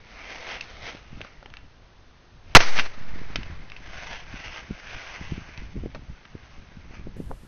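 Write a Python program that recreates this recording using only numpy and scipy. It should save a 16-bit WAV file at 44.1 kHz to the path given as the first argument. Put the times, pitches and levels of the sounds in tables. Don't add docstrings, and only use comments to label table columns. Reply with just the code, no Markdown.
import sys
import numpy as np
from scipy import signal
from scipy.fft import rfft, irfft, next_fast_len
from scipy.io import wavfile
from scipy.ndimage import uniform_filter1d

SR = 44100
rng = np.random.default_rng(int(sys.argv[2]) if len(sys.argv) > 2 else 0)


def store_pcm(level_fs):
    pcm = np.round(np.clip(level_fs, -1, 1) * 32767).astype(np.int16)
    wavfile.write(sys.argv[1], SR, np.atleast_2d(pcm).T)


N = 329427
T = np.arange(N) / SR
SHOT_S = 2.5494
TREBLE_HZ = 6400

# freq_hz, relative_db
AIR_TONE = [(88, -35.5), (150, -9.5), (268, -7), (495, -8.5), (1680, -12), (2270, -16), (2830, -16),
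            (6010, -22.5), (6400, -20), (8320, -65), (14100, -120)]
# freq_hz, relative_db
HISS_TONE = [(3000, -30), (6300, -6), (6700, -0.5), (12500, -1.5), (13200, -50)]
# freq_hz, relative_db
WIND_TONE = [(15, 2.5), (35, 0.5), (70, -5), (130, -10.5), (250, -20.5), (500, -36), (1000, -43),
             (4000, -100)]
# peak_s, level_db, half_length_s
WIND_GUSTS = [(1.174, -39.5, 0.054), (3.288, -35.5, 0.24), (4.148, -44.5, 0.56), (5.337, -38.5, 0.095),
              (5.764, -36, 0.22), (6.698, -49.5, 0.49), (7.219, -38, 0.28)]
# centre_s, level_db, pitch_hz
LOW_BUMPS = [(.95, -32, 292), (1.13, -30.5, 125), (3.216, -27, 168), (3.388, -25, 143), (4.342, -27.5, 153),
             (4.709, -20, 180), (5.213, -24.5, 137), (5.322, -17, 142), (5.38, -24.5, 165),
             (5.766, -21, 186), (5.837, -22, 200), (5.86, -19, 250), (6.101, -27, 89), (6.353, -26, 209),
             (6.772, -27, 101), (7.071, -24, 250.3), (7.168, -29, 234), (7.202, -19, 213.4),
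             (7.3138, -20.5, 575)]
# peak_s, level_db, rise_s, fall_s
SLEEVE_STROKES = [(.33, -40.5, 0.19, 0.45), (.5, -35, 0.041, 0.057), (.87, -36.5, 0.068, 0.065),
                  (1.25, -51.5, 0.17, 0.14), (2.52, -52, 0.05, 0.09), (3.98, -42.5, 0.14, 0.15),
                  (4.111, -38.5, 0.15, 0.1), (4.359, -41.5, 0.069, 0.16), (4.575, -39.5, 0.15, 0.042),
                  (5.021, -40.5, 0.32, 0.47), (6.5, -55.5, 0.74, 0.64), (6.95, -50, 0.058, 0.06)]
# freq_hz, relative_db
CLOTH_UP_TONE = [(120, -35), (200, -10.5), (438, -7.5), (477, -4), (552, -6), (676, -3), (1140, -9),
                 (1260, -4.5), (1710, -6.5), (2130, -1), (3970, -14), (6400, -15.5), (8320, -44.5),
                 (14100, -120)]
# freq_hz, relative_db
CLOTH_DOWN_TONE = [(180, -44.5), (300, -11), (383, -10.5), (664, -3.5), (1290, -6), (1590, -0.5),
                   (1800, -4), (2130, -1), (2580, -2.5), (2820, -4), (3930, -14.5), (6400, -13),
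                   (8320, -98), (14100, -120)]
# pitch_hz, relative_db, t60_s
GUN_MODES = [(620, -5.5, .021), (840, -12.5, .016), (1440, -4.5, 0.0086), (1790, -0.5, 0.0088),
             (2320, -1.5, .01), (2720, 7.5, 0.018), (3057, 6.5, 0.0087), (3682, -2.5, 0.0083),
             (4480, -7, .011), (5600, -20.5, .0076)]
# start_s, level_db, brightest_hz, chatter_s
GUN_CONTACTS = [(0.6088, -21.5, 3900, .0009), (1.206, -28.5, 710, 0.0024), (1.214, -23, 2520, 0.0019),
                (1.246, -33.5, 900, 0.0031), (1.427, -33, 735, 0.0015), (1.458, -31.5, 920, 0.0018),
                (1.501, -39.5, 2170, 0.001), (1.538, -29, 1620, 0.0006), (1.569, -29, 1790, 0.00077),
                (2.604, -7.5, 1216, .0014), (2.778, -14.5, 2170, .0028), (2.7872, -12, 2070, 0.0047),
                (2.7942, -9, 1950, .0045), (3.3573, -13.5, 3000, .003), (3.431, -28, 2620, 0.0022),
                (3.699, -34, 2940, .0021), (3.718, -28.5, 2210, 0.0012), (3.764, -30.5, 2580, 0.0062),
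                (5.575, -31.5, 2710, 0.0015), (5.947, -28, 755, 0.0071), (6.252, -37, 1680, .0025)]
# peak_s, level_db, rise_s, fall_s
TAIL_SWELLS = [(2.607, -20.5, 0.015, 0.032), (2.67, -32.5, 0.037, 0.085), (2.792, -26.5, 0.051, .028),
               (2.86, -36, 0.028, 0.016)]
# freq_hz, relative_db
TAIL_TONE = [(120, -41), (200, -9), (275, -16.5), (395, -8.5), (717, -8.5), (1060, -7.5), (1610, -5),
             (2130, -3), (3280, -12), (6400, -12), (8320, -47), (14100, -120)]
# centre_hz, width_hz, boost_db
BLAST_PEAKS = [(434, 90, 16.5), (708, 76, 11), (1000, 71, 6), (1480, 140, 1.5), (2000, 170, 3.5)]
# freq_hz, relative_db
GAS_TONE = [(60, -6.5), (140, 0), (270, -8.5), (600, -2), (1100, 2), (2200, 2.5), (3000, -3.5), (4500, -3),
            (6300, -10)]


def from_db(db):
    return 10 ** (np.asarray(db) / 20)


def rms_one(x):
    return x / np.sqrt(np.mean(x ** 2) + 1e-20)


def lowpass(x, hz, order=2):
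    return signal.sosfilt(signal.butter(order, min(hz, .45 * SR), fs=SR, output="sos"), x + 1e-18)


def highpass(x, hz, order=2):
    return signal.sosfilt(signal.butter(order, hz, "high", fs=SR, output="sos"), x)


def bandpass(x, hz, ratio):
    return signal.sosfilt(signal.butter(1, [hz / ratio, hz * ratio], "band", fs=SR, output="sos"), x)


def colour(x, tone):
    hz, db = np.transpose(tone)
    size = next_fast_len(N)
    bin_hz = np.maximum(np.arange(size // 2 + 1) * SR / size, 1)
    curve = from_db(np.interp(np.log(bin_hz), np.log(hz), db))
    return rms_one(irfft(rfft(x, size) * curve, size)[:N])


def noise():
    return rng.standard_normal(N)


def drift(rate_hz):
    count = int(N / SR * rate_hz) + 2
    return np.interp(T * rate_hz, np.arange(count), rng.standard_normal(count))


def swell(peak_s, db, rise_s, fall_s):
    away = np.maximum((peak_s - T) / rise_s, (T - peak_s) / fall_s)
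    return from_db(db) * np.exp(-np.minimum(np.abs(away) ** 1.27, 20))


def together(gains):
    return np.sqrt(sum(gain ** 2 for gain in gains))


def after_shot(hold_s, release_s):
    return (T >= SHOT_S) * np.exp(-np.clip((T - SHOT_S - hold_s) / release_s, 0, 20))


def field_air(level_db=-58):
    return from_db(level_db) * colour(noise(), AIR_TONE)


def late_hiss(start_s=7.165, level_db=-68):
    return from_db(level_db) * (T >= start_s) * colour(noise(), HISS_TONE)


def air_bumps(bumps, wake_db=-15, wake_cycles=8, roundness=2.5):
    out, t = np.zeros(N + SR), np.arange(-SR // 20, SR // 20) / SR
    for centre_s, db, hz in bumps:
        lean = np.exp(2j * np.pi * rng.random())
        swing = np.real(lean / (1 - 2j * np.pi * hz * t / roundness) ** (roundness + 1))
        churn = rms_one(lowpass(rng.standard_normal(len(t)), hz, order=3))
        wake = from_db(wake_db) * churn * np.exp(-np.abs(t) * hz / wake_cycles)
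        at = round(centre_s * SR)
        out[at:at + len(t)] += from_db(db) * (swing + wake) * np.hanning(len(t))
    return out[len(t) // 2:][:N]


def wind_and_flap(breeze_db=-49.5, lumpy_db=4, eddies_per_s=18, eddy_over_gust_db=6.5, eddy_hz=148):
    gust = together(swell(peak_s, db, half_s, half_s) for peak_s, db, half_s in WIND_GUSTS)
    strength = together([gust, from_db(breeze_db)])
    rumble = strength * colour(noise(), WIND_TONE) * from_db(lumpy_db * drift(25))
    flap_and_buffets = air_bumps(LOW_BUMPS)
    eddies = [(rng.uniform(0, T[-1]), rng.normal(eddy_over_gust_db, 2), eddy_hz * 2 ** rng.normal(0, .35))
              for _ in range(int(eddies_per_s * T[-1]))]
    return rumble + flap_and_buffets + gust * air_bumps(eddies)


def jacket(rubbing, tone, snags_per_s=1100, snag_db=-2, uneven_db=1.5, fold_depth=.4):
    snags = (rng.random(N) < snags_per_s / SR) * noise()
    friction = colour(noise() + from_db(snag_db) * rms_one(snags), tone)
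    folds = sum(drift(11) * bandpass(friction, hz, ratio=1.045) for hz in np.geomspace(900, 3800, 10))
    return rubbing * from_db(uneven_db * drift(70)) * (friction + fold_depth * folds)


def gun_clicks(snap_db=.5, focus_db=10.5, scatter_db=-26, scatter_s=.045, headroom_db=5):
    out, t = np.zeros(N), np.arange(SR // 10) / SR
    mode_hz, mode_db, t60_s = np.transpose(GUN_MODES)[:, :, None]
    for start_s, db, hz, chatter_s in GUN_CONTACTS:
        chatter = np.exp(-t / chatter_s) + from_db(scatter_db) * np.exp(-t / scatter_s)
        force = rng.standard_normal(len(t)) * chatter
        strength_db = mode_db - focus_db * np.log2(mode_hz / hz) ** 2 + rng.normal(0, .67, mode_hz.shape)
        body = np.sum(from_db(strength_db - 60 * t / t60_s) * np.sin(2 * np.pi * mode_hz * t), axis=0)
        ring = rms_one(signal.fftconvolve(force, body)[:len(t)])
        snap = from_db(snap_db) * rms_one(bandpass(force, hz, ratio=1.37))
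        hit = lowpass(ring + snap, TREBLE_HZ, order=4)
        loudest_rms = np.sqrt(uniform_filter1d(hit ** 2, size=90).max())
        at = round(start_s * SR)
        out[at:at + len(t)] += from_db(db - headroom_db) * hit / loudest_rms
    return out


def shot_tail(patchy_db=2, dull_hz=2200, dull_s=.54, boom_db=-15, boom_hz=200, roll_db=-47):
    wash = colour(noise(), TAIL_TONE) * from_db(patchy_db * drift(120))
    dull_wash = rms_one(lowpass(wash, dull_hz, order=1))
    dullness = np.clip((T - SHOT_S) / dull_s, 0, 1) ** 2
    boom = from_db(boom_db) * rms_one(lowpass(noise(), boom_hz))
    roll = from_db(roll_db) * after_shot(hold_s=.93, release_s=.27)
    strength = together([roll] + [swell(*row) for row in TAIL_SWELLS])
    return strength * ((1 - dullness) * wash + dullness * dull_wash + boom)


def gas_flow(hold_s=.0228, afterflow_db=-13.5):
    jet = after_shot(hold_s, release_s=.0004)
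    afterflow = from_db(afterflow_db) * after_shot(hold_s, release_s=.008)
    return np.maximum(jet, afterflow)


def gas_thump(start_s=2.5562, pitch_hz=145, decay_s=.0052, level_db=-3):
    age = np.maximum(T - start_s, 0)
    return from_db(level_db) * np.exp(-age / decay_s) * np.sin(2 * np.pi * pitch_hz * age) * gas_flow()


def pressure_step(delay_s=.0052, rise_s=.0025, decay_s=.106, coupling_hz=.25, low_cut_hz=1.14):
    age = np.maximum(T - SHOT_S - delay_s, 0)
    step = np.minimum(age / rise_s, 1) * np.exp(-age / decay_s)
    for _ in range(2):
        step = highpass(step, coupling_hz, order=1)
    return highpass(step, low_cut_hz)


def blast_tone():
    hz = np.geomspace(30, SR / 2, 400)
    gas_hz, gas_db = np.transpose(GAS_TONE)
    db = np.interp(np.log(hz), np.log(gas_hz), gas_db)
    for centre_hz, width_hz, boost_db in BLAST_PEAKS:
        db += boost_db / (1 + (2 * (hz - centre_hz) / width_hz) ** 2)
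    return np.column_stack([hz, db])


def muzzle_blast(gas_db=-1, crack_db=7, crack_hz=2300, roar_db=2, roar_hz=1150):
    phases = np.exp(2j * np.pi * rng.random(551))
    shock = np.resize(irfft(phases), N)
    gas = from_db(gas_db) * gas_flow() * colour(shock, blast_tone())
    front = from_db(crack_db) * after_shot(hold_s=0, release_s=.0027)
    crack = front * rms_one(bandpass(shock, crack_hz, ratio=1.25))
    widening = swell(SHOT_S + .0105, roar_db, rise_s=.0028, fall_s=.0028) * gas_flow()
    roar = widening * rms_one(bandpass(shock, roar_hz, ratio=1.2))
    return crack + roar + gas + pressure_step()


def scene():
    air = field_air()
    rubbing = together(swell(*stroke) for stroke in SLEEVE_STROKES)
    sleeves_up = jacket(rubbing * (T < SHOT_S), CLOTH_UP_TONE)
    sleeves_down = jacket(rubbing * (T >= SHOT_S), CLOTH_DOWN_TONE)
    shot = muzzle_blast() + gas_thump() + shot_tail()
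    return (shot + gun_clicks() + sleeves_up + sleeves_down + air + wind_and_flap())[None]


def record(dry, hardness=10, ceiling_db=-.53, shelf_db=-7, cutoff_hz=15700):
    narrow = signal.sosfilt(signal.ellip(12, .2, 80, TREBLE_HZ, fs=SR, output="sos"), dry)
    crushed = narrow / (1 + np.abs(narrow / from_db(ceiling_db)) ** hardness) ** (1 / hardness)
    low_taps = signal.firwin(41, TREBLE_HZ, fs=SR)
    high_taps = signal.unit_impulse(len(low_taps), "mid") - low_taps
    softened = signal.lfilter(low_taps + from_db(shelf_db) * high_taps, 1, crushed)
    top_cut = signal.ellip(12, .2, 90, cutoff_hz, fs=SR, output="sos")
    return signal.sosfilt(top_cut, softened + late_hiss())


dry = scene()
out = record(dry)
store_pcm(out)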